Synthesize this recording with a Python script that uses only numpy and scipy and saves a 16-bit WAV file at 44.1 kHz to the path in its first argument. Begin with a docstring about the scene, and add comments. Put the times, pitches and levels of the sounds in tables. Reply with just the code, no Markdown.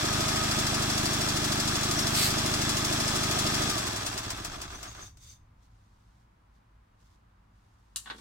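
"""A brick drive, a stereo microphone a few metres from a stripped little car idling fast.
Its air-cooled twin gives two exhaust beats and one loose tappet snap each cycle, over the clatter
of the block and the fan's rush; the belt squeaks and a shoe scuffs. Switched off, the engine runs
down in hollow chugs and slaps, belt rubbing, and rocks back. The driver shifts and climbs out
with a click and knocks on the body shell. Distant traffic lies under it all."""
import sys
import numpy as np
from scipy import signal
from scipy.fft import rfft, irfft, next_fast_len
from scipy.io import wavfile

SR = 44100
rng = np.random.default_rng(int(sys.argv[2]) if len(sys.argv) > 2 else 0)


def to_wav(s):
    """Save 16-bit WAV."""
    ch = np.atleast_2d(s).T  # columns
    pcm = np.round(np.clip(ch, -1, 1) * 32767)  # PCM
    wavfile.write(sys.argv[1], SR, pcm.astype(np.int16))


N = 361822
TIME = np.arange(N) / SR
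RING_TIME = TIME[:SR // 2]
SIDES = np.array([[1], [-1]])  # left, right
IDLE_SAMPLES = 3 * SR  # the stretch of steady idle that sets the engine's levels
KEY_OFF_S, FIRING_FADE_S = 3.6726, 0.09
UNFIRED = np.clip((TIME - KEY_OFF_S) / FIRING_FADE_S, 0, 1)  # 0 while firing, 1 after the cut


def undb(db):
    """Decibels to gain."""
    return 10 ** (np.asarray(db) / 20)


def pan(db):
    """Gains that put the left channel db above the right."""
    return undb(SIDES * db / 2)


def unit(x, end=None):
    """Scale to rms 1, judged up to sample end."""
    return x / np.sqrt(np.mean(x[..., :end] ** 2))


def curve(rows, column=1):
    """One column of a time table at every sample."""
    rows = np.asarray(rows)
    return np.interp(TIME, rows[:, 0], rows[:, column])


def read(points, hz):
    """A spectrum table on a log-frequency axis."""
    freqs, values = np.transpose(points)
    return np.interp(np.log(hz + 1), np.log(freqs), values)


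def noise():
    """Two unrelated white noises."""
    return rng.standard_normal((2, N))


def wander(count):
    """A slow random drift through count points."""
    return np.interp(TIME, np.linspace(0, TIME[-1], count), rng.standard_normal(count))


def swell(start, length, rise_s, fall_s):
    """Attack, hold and release as a gain; rise and fall are the times for 60 dB."""
    outside = np.maximum((start - TIME) / rise_s, (TIME - start - length) / fall_s)
    return 1000 ** -np.maximum(outside, 0)


def strokes(rows, rise_s, fall_s):
    """The gain of a series of swells that share one attack and release."""
    return np.sqrt(sum((undb(db) * swell(s, length, rise_s, fall_s)) ** 2 for s, length, db in rows))


def impulses(times, sizes):
    """Single-sample blows at the given times."""
    samples = np.clip(np.atleast_1d(times) * SR, 0, N - 1).astype(int)
    return np.bincount(samples, np.atleast_1d(sizes), N)


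def excite(pulses, response):
    """Let pulses excite a response."""
    return signal.oaconvolve(np.atleast_2d(pulses), np.atleast_2d(response), axes=1)[:, :N]


def ring(t60, yard_db=-16, yard_t60=0.42):
    """Dense modes of a struck part, then the weaker echo off walls and paving."""
    fade = np.hypot(1000 ** (-RING_TIME / t60), undb(yard_db) * 1000 ** (-RING_TIME / yard_t60))
    return rng.standard_normal((2, len(RING_TIME))) * fade


def echoed(x, db, t60):
    """A sound with its echo off walls and paving."""
    echo = ring(t60)
    return x + undb(db) * excite(x, echo / np.linalg.norm(echo[0]))


def mode(hz, width):
    """Impulse response of one resonance, gain 1 at its centre."""
    fade = np.exp(-np.pi * width * RING_TIME)
    return 2 * np.pi * width / SR * fade * np.cos(2 * np.pi * hz * RING_TIME)


def resonances(rows):
    """Impulse response of several resonances side by side."""
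    return sum(undb(db) * mode(hz, width) for hz, width, db in rows)


def metal(modes, scatter_db=0):
    """The ring of struck metal; each mode reaches each side of the microphone in its own phase."""
    return sum(undb(db + scatter_db * rng.standard_normal()) * 1000 ** (-RING_TIME / t60)
               * np.sin(2 * np.pi * (hz * RING_TIME + rng.random((2, 1)))) for hz, db, t60 in modes)


def pipe(points, size=16384):
    """Minimum-phase impulse response with a given spectrum."""
    hz = np.arange(size // 2 + 1) * SR / size
    cepstrum = irfft(np.log(undb(read(points, hz))))
    fold = np.r_[1, np.full(size // 2 - 1, 2), np.zeros(size // 2)]
    return irfft(np.exp(rfft(cepstrum * fold)))


def disperse(x, hz, width):
    """A pipe section holds back the sound near one pitch without changing its level."""
    radius = np.exp(-np.pi * width / SR)
    poles = [1, -2 * radius * np.cos(2 * np.pi * hz / SR), radius ** 2]
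    return signal.lfilter(poles[::-1], poles, x)


# How alike the microphone's two sides hear the yard: freq_hz, correlation (capped at 1)
YARD_LIKENESS = [(60, 1.4), (130, 0.97), (300, 0.7), (600, -0.5), (1300, 0), (2500, 0.19), (15000, 0.01)]
# The same for the engine, which stands to the right: freq_hz, correlation
ENGINE_LIKENESS = [(200, 0.95), (600, 0.87), (800, .6), (1500, 0.61), (2100, 0.21), (2900, .45),
                   (6000, 0.11), (10000, 0.07)]
# The engine's later arrival on the left: freq_hz, lag_rad
ENGINE_LAG = [(60, .15), (400, 0.76), (640, 2.4), (1000, 1.2), (1550, 0.98), (2600, 1.24), (4300, 3.5),
              (5250, 5.9), (9000, 11.9)]
# The engine's balance at the microphone: freq_hz, left_minus_right_db
ENGINE_BALANCE = [(380, 0), (600, -7.5), (900, -6.5), (1250, -4), (1750, 4.5), (2400, -5.5), (3400, -1.5),
                  (4400, 4.5), (6600, 7), (10000, -1), (15000, 0.5)]
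def colour(x, points, peaks=(), at_engine=False, ripple_db=0):
    """Give two unrelated channels a spectrum and resonances; place them in the yard or at the engine."""
    size = next_fast_len(x.shape[1] + 1024)
    hz = np.arange(size // 2 + 1) * SR / size
    db = read(points, hz) + sum(lift / (1 + (2 * (hz - f) / width) ** 2) for f, width, lift in peaks)
    # countless small panel modes and near reflections ripple the treble
    grid = np.arange(0, SR / 2, 75)
    ripple = rng.standard_normal(len(grid)) * np.clip(grid / 2500, 0, 1)
    db = db + ripple_db * np.interp(hz, grid, ripple)
    mid, side = rfft(x, size)
    alike = np.clip(read(ENGINE_LIKENESS if at_engine else YARD_LIKENESS, hz), -1, 1)
    pair = (mid * np.sqrt(1 + alike) + SIDES * side * np.sqrt(1 - alike)) * undb(db)
    if at_engine:
        pair = pair * pan(read(ENGINE_BALANCE, hz)) * np.exp(-1j * SIDES * read(ENGINE_LAG, hz) / 2)
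    return irfft(pair, size)[:, :x.shape[1]]


def friction(points, pressure, grain_db):
    """Rubbing: a dense run of tiny slips of uneven size."""
    slips = np.repeat(undb(grain_db * rng.standard_normal(N // 64 + 1)), 64)[:N]
    return unit(colour(noise() * slips, points)) * pressure


# The idle, hunting a little: time_s, cycle_rate_hz
IDLE_HUNT = [(.12, 12.982), (.45, 13.097), (.78, 12.818), (1.13, 12.931), (2.12, 12.674), (2.47, 12.924),
             (3.6, 12.944)]
IDLE_HZ, STOP_S, STALL_S = 12.9, 5.15, .09
DRAG_S, FRICTION_HZ_PER_S = 1.756, 3.247  # air drag alone would halve the speed in DRAG_S
def cycle_rate():
    """Cycles per second: the engine idles, coasts against drag and friction, stalls on a compression."""
    coasting_s = np.maximum(TIME - KEY_OFF_S, 0)
    hz = curve(IDLE_HUNT) / (1 + coasting_s / DRAG_S) - FRICTION_HZ_PER_S * coasting_s
    return hz * np.clip((STOP_S - TIME) / STALL_S, 0, 1)


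def each_cycle(cam, share, scatter_db, jitter_ms):
    """One blow whenever the camshaft passes a share of its turn, never quite the same twice."""
    turns = np.arange(-1, 58) + share
    timing, force = rng.standard_normal((len(turns), 2)).T
    times = np.interp(turns, cam, TIME) + jitter_ms * timing / 1000
    reached = (turns > cam[0]) & (turns < cam[-1])
    return impulses(times, undb(scatter_db * force) * reached)


def tailpipe(x, lag_s=0):
    """Sound from the pipe's mouth reaches the microphone's left side a little later."""
    return np.array([np.interp(TIME - lag_s - side_s, TIME, x) for side_s in (.0004, 0)])


# The silencer's response, common to both cylinders: freq_hz, gain_db
SILENCER = [(12, -37.5), (26, -5.5), (52, -8.5), (77, -2.5), (103, 1), (155, 0.5), (180, -16), (207, -3.5),
            (232, 0), (258, -19), (285, -7.5), (335, -8.5), (360, -4.5), (410, -26), (520, -38.5),
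            (1500, -68.5)]
# The part in which their two pipes differ: freq_hz, gain_db
PIPE_MISMATCH = [(70, -23.5), (120, -21.5), (142, -10), (170, -26.5), (195, -26), (219, -5), (250, -25.5),
                 (272, -21), (297, -1.5), (350, -16), (480, -27), (1500, -71)]
EXHAUST_OPENS = .19  # share of the cycle, first cylinder
def exhaust(cam):
    """Two cylinders ring the silencer in turn; unequal pipes add lines between the firing harmonics."""
    first = each_cycle(cam, EXHAUST_OPENS, scatter_db=.5, jitter_ms=.1)
    second = each_cycle(cam, EXHAUST_OPENS + .5, scatter_db=.6, jitter_ms=.12)
    beats = excite(first + second, pipe(SILENCER)) + excite(second - first, pipe(PIPE_MISMATCH))
    for hz in (226.4, 325):
        beats = disperse(beats, hz, width=68)
    return tailpipe(unit(beats, IDLE_SAMPLES)[0])


# Knocks of pistons and valve gear: cycle_share, gain_db
KNOCKS = [(.03, -0.5), (.11, -2), (.2, -3), (.33, -2.5), (.45, -0.5), (.59, -2), (.69, -2), (.83, -3),
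          (.93, -3)]
# The block's clatter from a few metres: freq_hz, gain_db
BLOCK_SPECTRUM = [(60, -23.5), (230, -9), (320, -1), (400, -1.5), (490, -6), (620, 1), (830, -2.5),
                  (1800, -0.5), (2100, -7.5), (3300, -3), (8000, -9.5), (10500, -31.5), (16000, -25.5)]
# Crankcase and cowling resonances: pitch_hz, width_hz, lift_db
CASE_PEAKS = [(666, 59, 3.5), (1000, 37, 3.5), (1200, 170, 4), (1570, 490, 3), (3390, 240, 2)]
def block(cam, speed):
    """Every knock rings its own part of the engine, partly alike each cycle, partly as a loose rattle."""
    knocks = [each_cycle(cam, share, scatter_db=1, jitter_ms=.1) * undb(db) / speed ** 0.32
              for share, db in KNOCKS]
    firm = sum(excite(blows, ring(0.072, yard_db=-8)) for blows in knocks)
    rattle_t60 = .05
    rattle_power = excite(sum(knocks) ** 2, 1000 ** (-2 * RING_TIME / rattle_t60))
    rattle = noise() * np.sqrt(np.abs(rattle_power))
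    clatter = unit(firm, IDLE_SAMPLES) + undb(-4) * unit(rattle, IDLE_SAMPLES)
    return unit(colour(clatter, BLOCK_SPECTRUM, CASE_PEAKS, at_engine=True, ripple_db=3.5), IDLE_SAMPLES)


# The rush of air from a few metres: freq_hz, gain_db
FAN_SPECTRUM = [(15, -20), (110, -1), (250, -1), (370, 3), (500, -7.5), (1100, -5), (1750, -4), (2200, -5),
                (5500, -3), (8000, -8), (10500, -16.5), (16000, -23.5)]
CHUG_DB, CHUG_SHARE = 6, .11  # a slowing engine pumps air in chugs: depth, peak's place in the cycle
def fan(cam, speed):
    """Cooling air and exhaust gas rush; as the engine slows they pulse more deeply and the hiss dulls."""
    throb = undb((0.06 + CHUG_DB * (1 - speed)) * np.cos(4 * np.pi * (cam - CHUG_SHARE)))
    rush = unit(colour(noise() * throb, FAN_SPECTRUM, CASE_PEAKS, at_engine=True, ripple_db=3.5))
    dull = signal.sosfilt(signal.butter(1, 1800, fs=SR, output="sos"), rush)
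    return dull + speed * (rush - dull)


# Air drawn through the inlet: freq_hz, gain_db
INLET_SPECTRUM = [(150, -24.5), (220, -3), (310, 1), (400, -1), (500, -17.5), (640, 1), (720, -1),
                  (860, -18.5), (1500, -35)]
# Resonances of the inlet's hollow: pitch_hz, width_hz, gain_db
THROAT_MODES = [(365, 25, -3), (634, 21, 0), (668.6, 14, -1.5), (716, 6.7, -4.5)]
GULP_DB, GULP_SHARE = 4.5, 0.89  # depth, peak's place in the cycle
def intake(cam, speed):
    """Once a cycle the inlet valve opens and rings the inlet's hollow, and the carburettor gulps air."""
    suction = undb(GULP_DB * np.cos(2 * np.pi * (cam - GULP_SHARE)))
    gulp = colour(noise() * suction, INLET_SPECTRUM, at_engine=True)
    opening = each_cycle(cam, GULP_SHARE - .06, scatter_db=1, jitter_ms=.06)
    throat = excite(opening, resonances(THROAT_MODES)) * pan(read(ENGINE_BALANCE, THROAT_MODES[1][0]))
    return (undb(-6.5) * unit(throat, IDLE_SAMPLES) + unit(gulp, IDLE_SAMPLES)) * speed


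# Tappet blows, the first four from the loose one: cycle_share, gain_db
TAPPET_BLOWS = [(-.008, -2), (.02, -7), (.07, -6.5), (.13, -10.5), (.45, -12), (.69, -8.5), (.88, -13)]
# Their bright tick at the microphone: freq_hz, gain_db
TAPPET_SPECTRUM = [(800, -24.5), (2000, -10), (3600, 2.5), (5300, 1.5), (6800, 3.5), (8500, 1.5),
                   (10500, -7), (16000, -9)]
# Modes of the loose rocker: pitch_hz, gain_db, t60_s
ROCKER_MODES = [(4652, -2.5, 0.049), (4880, -4.5, .03), (5250, -2.5, .06), (5520, -4.5, 0.03),
                (6670, -5, 0.022), (7400, -6.5, 0.025)]
# The valve gear's slow rise and fall: time_s, gain_db
TAPPET_SWELL = [(0, -3.5), (1.1, -1), (2, .5), (2.6, -1), (3.6, -1.5)]
# The loose tappet's occasional extra snaps: start_s, gain_db
SNAPS = [(1.0562, -24), (1.9918, -19.5), (2.0706, -23.5)]
def tappets(cam, speed):
    """One loose tappet snaps, rebounds and rings its rocker each cycle; the other valves tick softly."""
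    ticks = 0
    for share, db in TAPPET_BLOWS:
        blows = each_cycle(cam, share, scatter_db=2, jitter_ms=.3) * undb(db) * speed ** 1.9
        ticks += excite(blows, ring(0.041, yard_db=-4.5, yard_t60=0.18))
    ticks = colour(ticks, TAPPET_SPECTRUM, at_engine=True, ripple_db=3.5)
    chime = 0
    for rocker_mode in ROCKER_MODES:  # no two blows share their force among the modes alike
        blows = sum(each_cycle(cam, share, scatter_db=2.5, jitter_ms=0.36) * undb(db)
                    for share, db in TAPPET_BLOWS[:4])
        chime += excite(blows * speed ** 2, metal([rocker_mode]))
    gear = unit(ticks, IDLE_SAMPLES) + undb(-5.5) * unit(chime * pan(2), IDLE_SAMPLES)
    snaps = excite(sum(impulses(s, undb(db)) for s, db in SNAPS), ring(.006, yard_db=-40))
    return gear * undb(curve(TAPPET_SWELL)) + colour(snaps, TAPPET_SPECTRUM, at_engine=True)


# Swells of the fan's whine: start_s, length_s, level_db
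WHINE_SWELLS = [(.17, 0.27, -41), (2.03, 0.13, -45.5), (3.38, 0.58, -42)]
BLADES_PER_CYCLE = 96.6
def whine(cam, speed):
    """The fan's blades sing a rough note that sinks with the speed and breaks up once firing stops."""
    phase = 2 * np.pi * BLADES_PER_CYCLE * cam
    unsteady_rad = 1.3 + .7 * UNFIRED
    tone = [undb(2.1 * wander(300)) * np.sin(phase + unsteady_rad * wander(330)) for _ in range(2)]
    gain = np.hypot(undb(-48.5), strokes(WHINE_SWELLS, rise_s=1.3, fall_s=1.3))
    return unit(np.array(tone)) * gain * speed ** 4


# The belt drags on the last two strokes and as the engine rocks back: start_s, length_s, gain_db
BELT_RUBS = [(4.74, 0.19, -53), (5.012, 0.055, -51.5), (5.23, 0.096, -53.5)]
# The belt's hiss: freq_hz, gain_db
BELT_SPECTRUM = [(600, -7.5), (1500, -6.5), (2700, -8), (4500, -2), (7000, 0.5), (9000, -4), (11000, -15),
                 (16000, -13)]
# Resonances of its pulley: pitch_hz, width_hz, gain_db
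PULLEY_MODES = [(2180, 110, -11), (3600, 81, -0.5), (4660, 130, -4), (6280, 300, 4), (10500, 200, -13),
                (13330, 160, -12)]
def belt(speed):
    """The belt hisses round its pulley, whose resonances catch, fade and linger in the yard."""
    running_gain = undb(-48)
    rubs = strokes(BELT_RUBS, rise_s=0.18, fall_s=0.19)
    drag = np.hypot(running_gain * speed, rubs)
    grip = np.hypot(running_gain * np.minimum(speed, 1 - speed / 2), rubs)
    squeal = sum(excite(noise() * undb(db + 3 * wander(260)), mode(hz, width)) / np.sqrt(width)
                 for hz, width, db in PULLEY_MODES)
    squeal = echoed(unit(squeal) * grip, db=-9.5, t60=.26)
    return undb(-3) * squeal + undb(-4) * friction(BELT_SPECTRUM, drag, grain_db=1.5)


# Rumble of the body on its springs: freq_hz, gain_db
SHUDDER_SPECTRUM = [(10, -28), (25, 0), (65, 2), (110, -0.5), (150, -10.5), (220, -22), (1500, -58)]
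def shudder(speed):
    """The body trembles at idle, lurches when the firing stops and slowly settles on its springs."""
    lurch = undb(-47) * swell(KEY_OFF_S, length=0.99, rise_s=.8, fall_s=3.7)
    return unit(colour(noise(), SHUDDER_SPECTRUM)) * np.hypot(undb(-55.5) * speed, lurch)


# Distant traffic as it reaches the drive: freq_hz, gain_db
TRAFFIC_SPECTRUM = [(12, -45.5), (20, -13), (55, 2.5), (67, -10), (113, 0.5), (134, -17.5), (175, -10),
                    (422, -24.5), (1030, -18), (2670, -33), (16000, -51.5)]
# A far-off drone: pitch_hz, gain_db
DRONE_PARTIALS = [(53.8, -62.5), (107.7, -71.5), (161.5, -81.5)]
def yard():
    """Distant traffic, and a low drone that swells and wavers."""
    drone = sum(undb(db + 3 * wander(30)) * np.sin(2 * np.pi * hz * TIME + 0.8 * wander(30))
                for hz, db in DRONE_PARTIALS)
    return undb(-61.5) * unit(colour(noise(), TRAFFIC_SPECTRUM)) + undb(-1.5) * drone


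# Belt squeaks, a little left of the microphone: start_s, length_s, pitch_hz, level_db
SQUEAKS = [(0.907, .04, 5600, -37), (1.218, .03, 5600, -36), (1.962, 0.032, 5800, -32),
           (2.012, .03, 5600, -35), (4.742, .025, 6140, -48), (4.87, 0.033, 6470, -47),
           (5.017, 0.023, 6300, -45), (5.05, 0.039, 5900, -57), (5.287, 0.026, 6250, -51)]
def squeaks():
    """The belt catches on its pulley in short, unsteady chirps that the yard smears."""
    wavering_time = np.cumsum(1 + .028 * wander(4000)) / SR
    chirps = 0
    for start, length, hz, db in SQUEAKS:
        arch = np.sin(np.pi * np.clip((TIME - start) / length, 0, 1))
        chirps += undb(db) * arch * np.sin(2 * np.pi * hz * wavering_time)
    return echoed(chirps * pan(4), db=-2, t60=.15)


# One scuff on the drive: start_s, length_s, level_db
SHOE_SCUFF = [(2.175, 0.089, -26)]
# Sole on brick: freq_hz, gain_db
SCUFF_SPECTRUM = [(900, -34.5), (2200, -2), (3300, -5), (4500, 3), (6000, -8.5), (8200, -1.5),
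                  (10000, -11.5), (12500, -7.5), (16000, -14.5)]
def shoe():
    """A shoe rubs briefly over the paving."""
    return friction(SCUFF_SPECTRUM, strokes(SHOE_SCUFF, rise_s=.2, fall_s=0.25), grain_db=1)


# Modes of the tin cowling: pitch_hz, width_hz, gain_db
COWLING_MODES = [(720, 75, -4), (1030, 35, -2.5), (1183, 55, 0.5), (1480, 40, -5.5), (1594, 29, -6.5)]
def cowling(cam, speed):
    """As the speed drops the tin cowling starts to ring, shaken by every stroke."""
    shake = noise() * undb(CHUG_DB * np.cos(4 * np.pi * (cam - CHUG_SHARE)))
    return (1 - speed) * unit(excite(shake, resonances(COWLING_MODES)), IDLE_SAMPLES)


# The silencer's response to an unfired suck of air: freq_hz, gain_db
PUFF_SPECTRUM = [(15, -26), (60, -4.5), (85, -8), (104, 4), (125, 0), (155, -13.5), (195, -3), (240, -14),
                 (285, -3), (340, -15.5), (1500, -59)]
def puffs(cam, speed):
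    """Unfired, each cylinder sucks air back through the silencer: hollow chugs, weaker as it slows."""
    sucks = sum(each_cycle(cam, EXHAUST_OPENS + half, scatter_db=1.2, jitter_ms=.3) for half in (0, .5))
    response = pipe(PUFF_SPECTRUM)
    chugs = excite(sucks * speed ** 1.25, response / response.max())[0]
    return undb(-26.5) * UNFIRED * tailpipe(chugs, lag_s=.0056)


SLAP_SPEED, SLAP_WIDTH = 0.58, 0.09  # shares of idle speed: hardest slap, offset for 1 dB less
def slaps(cam, speed):
    """Unfired, the engine slaps through its slack at each compression of the last slow turns."""
    force = undb(-26.5 - ((speed - SLAP_SPEED) / SLAP_WIDTH) ** 2) * (TIME > KEY_OFF_S)
    first, second = (each_cycle(cam, share, scatter_db=.7, jitter_ms=.2) * force for share in (.008, .51))
    first += impulses(5.171, undb(-52))  # the crank drops back off compression
    hard = excite(first, ring(0.082, yard_db=-32))
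    soft = undb(-10) * excite(second, ring(0.038, yard_db=-31.5))
    return colour(hard + soft, BELT_SPECTRUM, CASE_PEAKS, at_engine=True)


# The driver's movements, faint at this distance: start_s, length_s, level_db
SEAT_SHIFTS = [(5.635, .025, -72), (5.72, 0.51, -78.5), (6.555, .015, -78), (7.01, .14, -74),
               (7.56, .55, -79.5), (8.185, 0.032, -56.5)]
# Rubbing cloth: freq_hz, gain_db
RUSTLE_SPECTRUM = [(1000, -14), (2200, -12), (3400, 0), (6500, -1.5), (10000, -9), (16000, -19)]
def clothes():
    """Clothes rustle as the driver shifts in the seat."""
    return friction(RUSTLE_SPECTRUM, strokes(SEAT_SHIFTS, rise_s=0.2, fall_s=0.18), grain_db=2)


# The catch's click at the microphone: freq_hz, gain_db
CLICK_SPECTRUM = [(400, -45), (1200, -6), (2300, -15), (2900, 1), (3300, -7), (4000, 2), (5500, -3.5),
                  (7000, 4), (9000, 1.5), (11500, -6.5), (16000, -19)]
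# Modes of the steel catch: pitch_hz, gain_db, t60_s
CATCH_MODES = [(1825, -9, 0.23), (2900, -10, 0.11), (3800, -3, 0.12), (4861, -3, .11), (8253, 3, .095),
               (9100, -6, 0.1), (10300, -2, 0.091)]
def steel_catch():
    """A steel catch snaps with a sharp crack and rings."""
    crack = excite(impulses(7.9603, undb(10)), ring(.005, yard_db=-60))
    strike = impulses(7.9605, 1)
    tail = excite(strike, ring(0.15, yard_db=-17, yard_t60=0.54))
    click = undb(-30.5) * pan(2.2) * colour(crack + tail, CLICK_SPECTRUM)
    return click + undb(-43.9) * excite(strike, metal(CATCH_MODES))


# Blows on the body shell: start_s, knock_gain_db, t60_s, boom_gain_db
BODY_BLOWS = [(8.059, -45.5, 0.15, -58), (8.073, -45, 0.16, -56), (8.1, -35, 0.071, -43),
              (8.107, -36.5, 0.12, -34), (8.148, -57.5, .1, -32), (8.185, -55.5, 0.18, -36)]
# A struck panel: freq_hz, gain_db
PANEL_SPECTRUM = [(80, -29), (230, -1.5), (500, -11), (800, -2), (1200, -1.5), (1800, -1), (2500, -10),
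                  (3500, -5), (4600, -11), (5600, -19), (16000, -44.5)]
# Modes of the car's frame: pitch_hz, gain_db, t60_s
FRAME_MODES = [(773, -8.5, 0.2), (906, -8, .2), (1130, 1, .14), (1503, 1.5, 0.12), (1750, -8, 0.16),
               (2880, -2, 0.1)]
# Low ring of the shell: pitch_hz, width_hz, gain_db
SHELL_MODES = [(211, 11, 1.5), (274, 8.6, -2), (356, 16, -5), (443, 12, -4)]
def body_knocks():
    """As the driver climbs out, dull blows land on the panels; the frame clangs and the shell booms."""
    knocks = sum(excite(impulses(s, undb(db)), ring(t60, yard_db=-18)) for s, db, t60, _ in BODY_BLOWS)
    clang = sum(excite(impulses(s, undb(db)), metal(FRAME_MODES, scatter_db=3))
                for s, db, _, _ in BODY_BLOWS)
    boom = excite(sum(impulses(s, undb(db)) for s, _, _, db in BODY_BLOWS), resonances(SHELL_MODES))
    panels = colour(knocks, PANEL_SPECTRUM, ripple_db=3)
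    return undb(8) * panels + undb(-10.5) * clang + undb(35.5) * boom


# The idle as the microphone moves round to the back: time_s, exhaust_gain_db, machinery_gain_db
WALK_ROUND = [(0, -32, -37.5), (1.4, -32.5, -38.5), (2.2, -32, -38.5), (3.6, -33.5, -38)]
FIRST_TAP_S, UNFIRED_DROP_DB = .052, 1
def scene():
    """The camshaft's angle times the engine's beats; its speed sets how hard the parts strike."""
    hz = cycle_rate()
    cam = np.cumsum(hz) / SR - hz[0] * FIRST_TAP_S  # in turns
    speed = np.clip(hz / IDLE_HZ, .001, 1)
    exhaust_gain = undb(curve(WALK_ROUND, column=1) - 0.9) * (1 - UNFIRED)
    machinery_gain = undb(curve(WALK_ROUND, column=2) - UNFIRED_DROP_DB * UNFIRED) * speed ** 1.37
    machinery = undb(5) * block(cam, speed) + undb(4.5) * fan(cam, speed)
    machinery += undb(-2) * intake(cam, speed) + undb(3.5) * cowling(cam, speed)
    engine = exhaust_gain * exhaust(cam) + puffs(cam, speed) + machinery_gain * machinery
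    engine += whine(cam, speed) + undb(-35.5) * tappets(cam, speed)
    engine += belt(speed) + squeaks() + slaps(cam, speed)
    return engine + shudder(speed) + shoe() + clothes() + steel_catch() + body_knocks() + yard()


TOP_HZ = 15850
def record(dry):
    """The recorder behind the microphone cuts the top steeply."""
    return signal.sosfilt(signal.ellip(10, .2, 70, TOP_HZ, fs=SR, output="sos"), dry)


dry = scene()
out = record(dry)
to_wav(out)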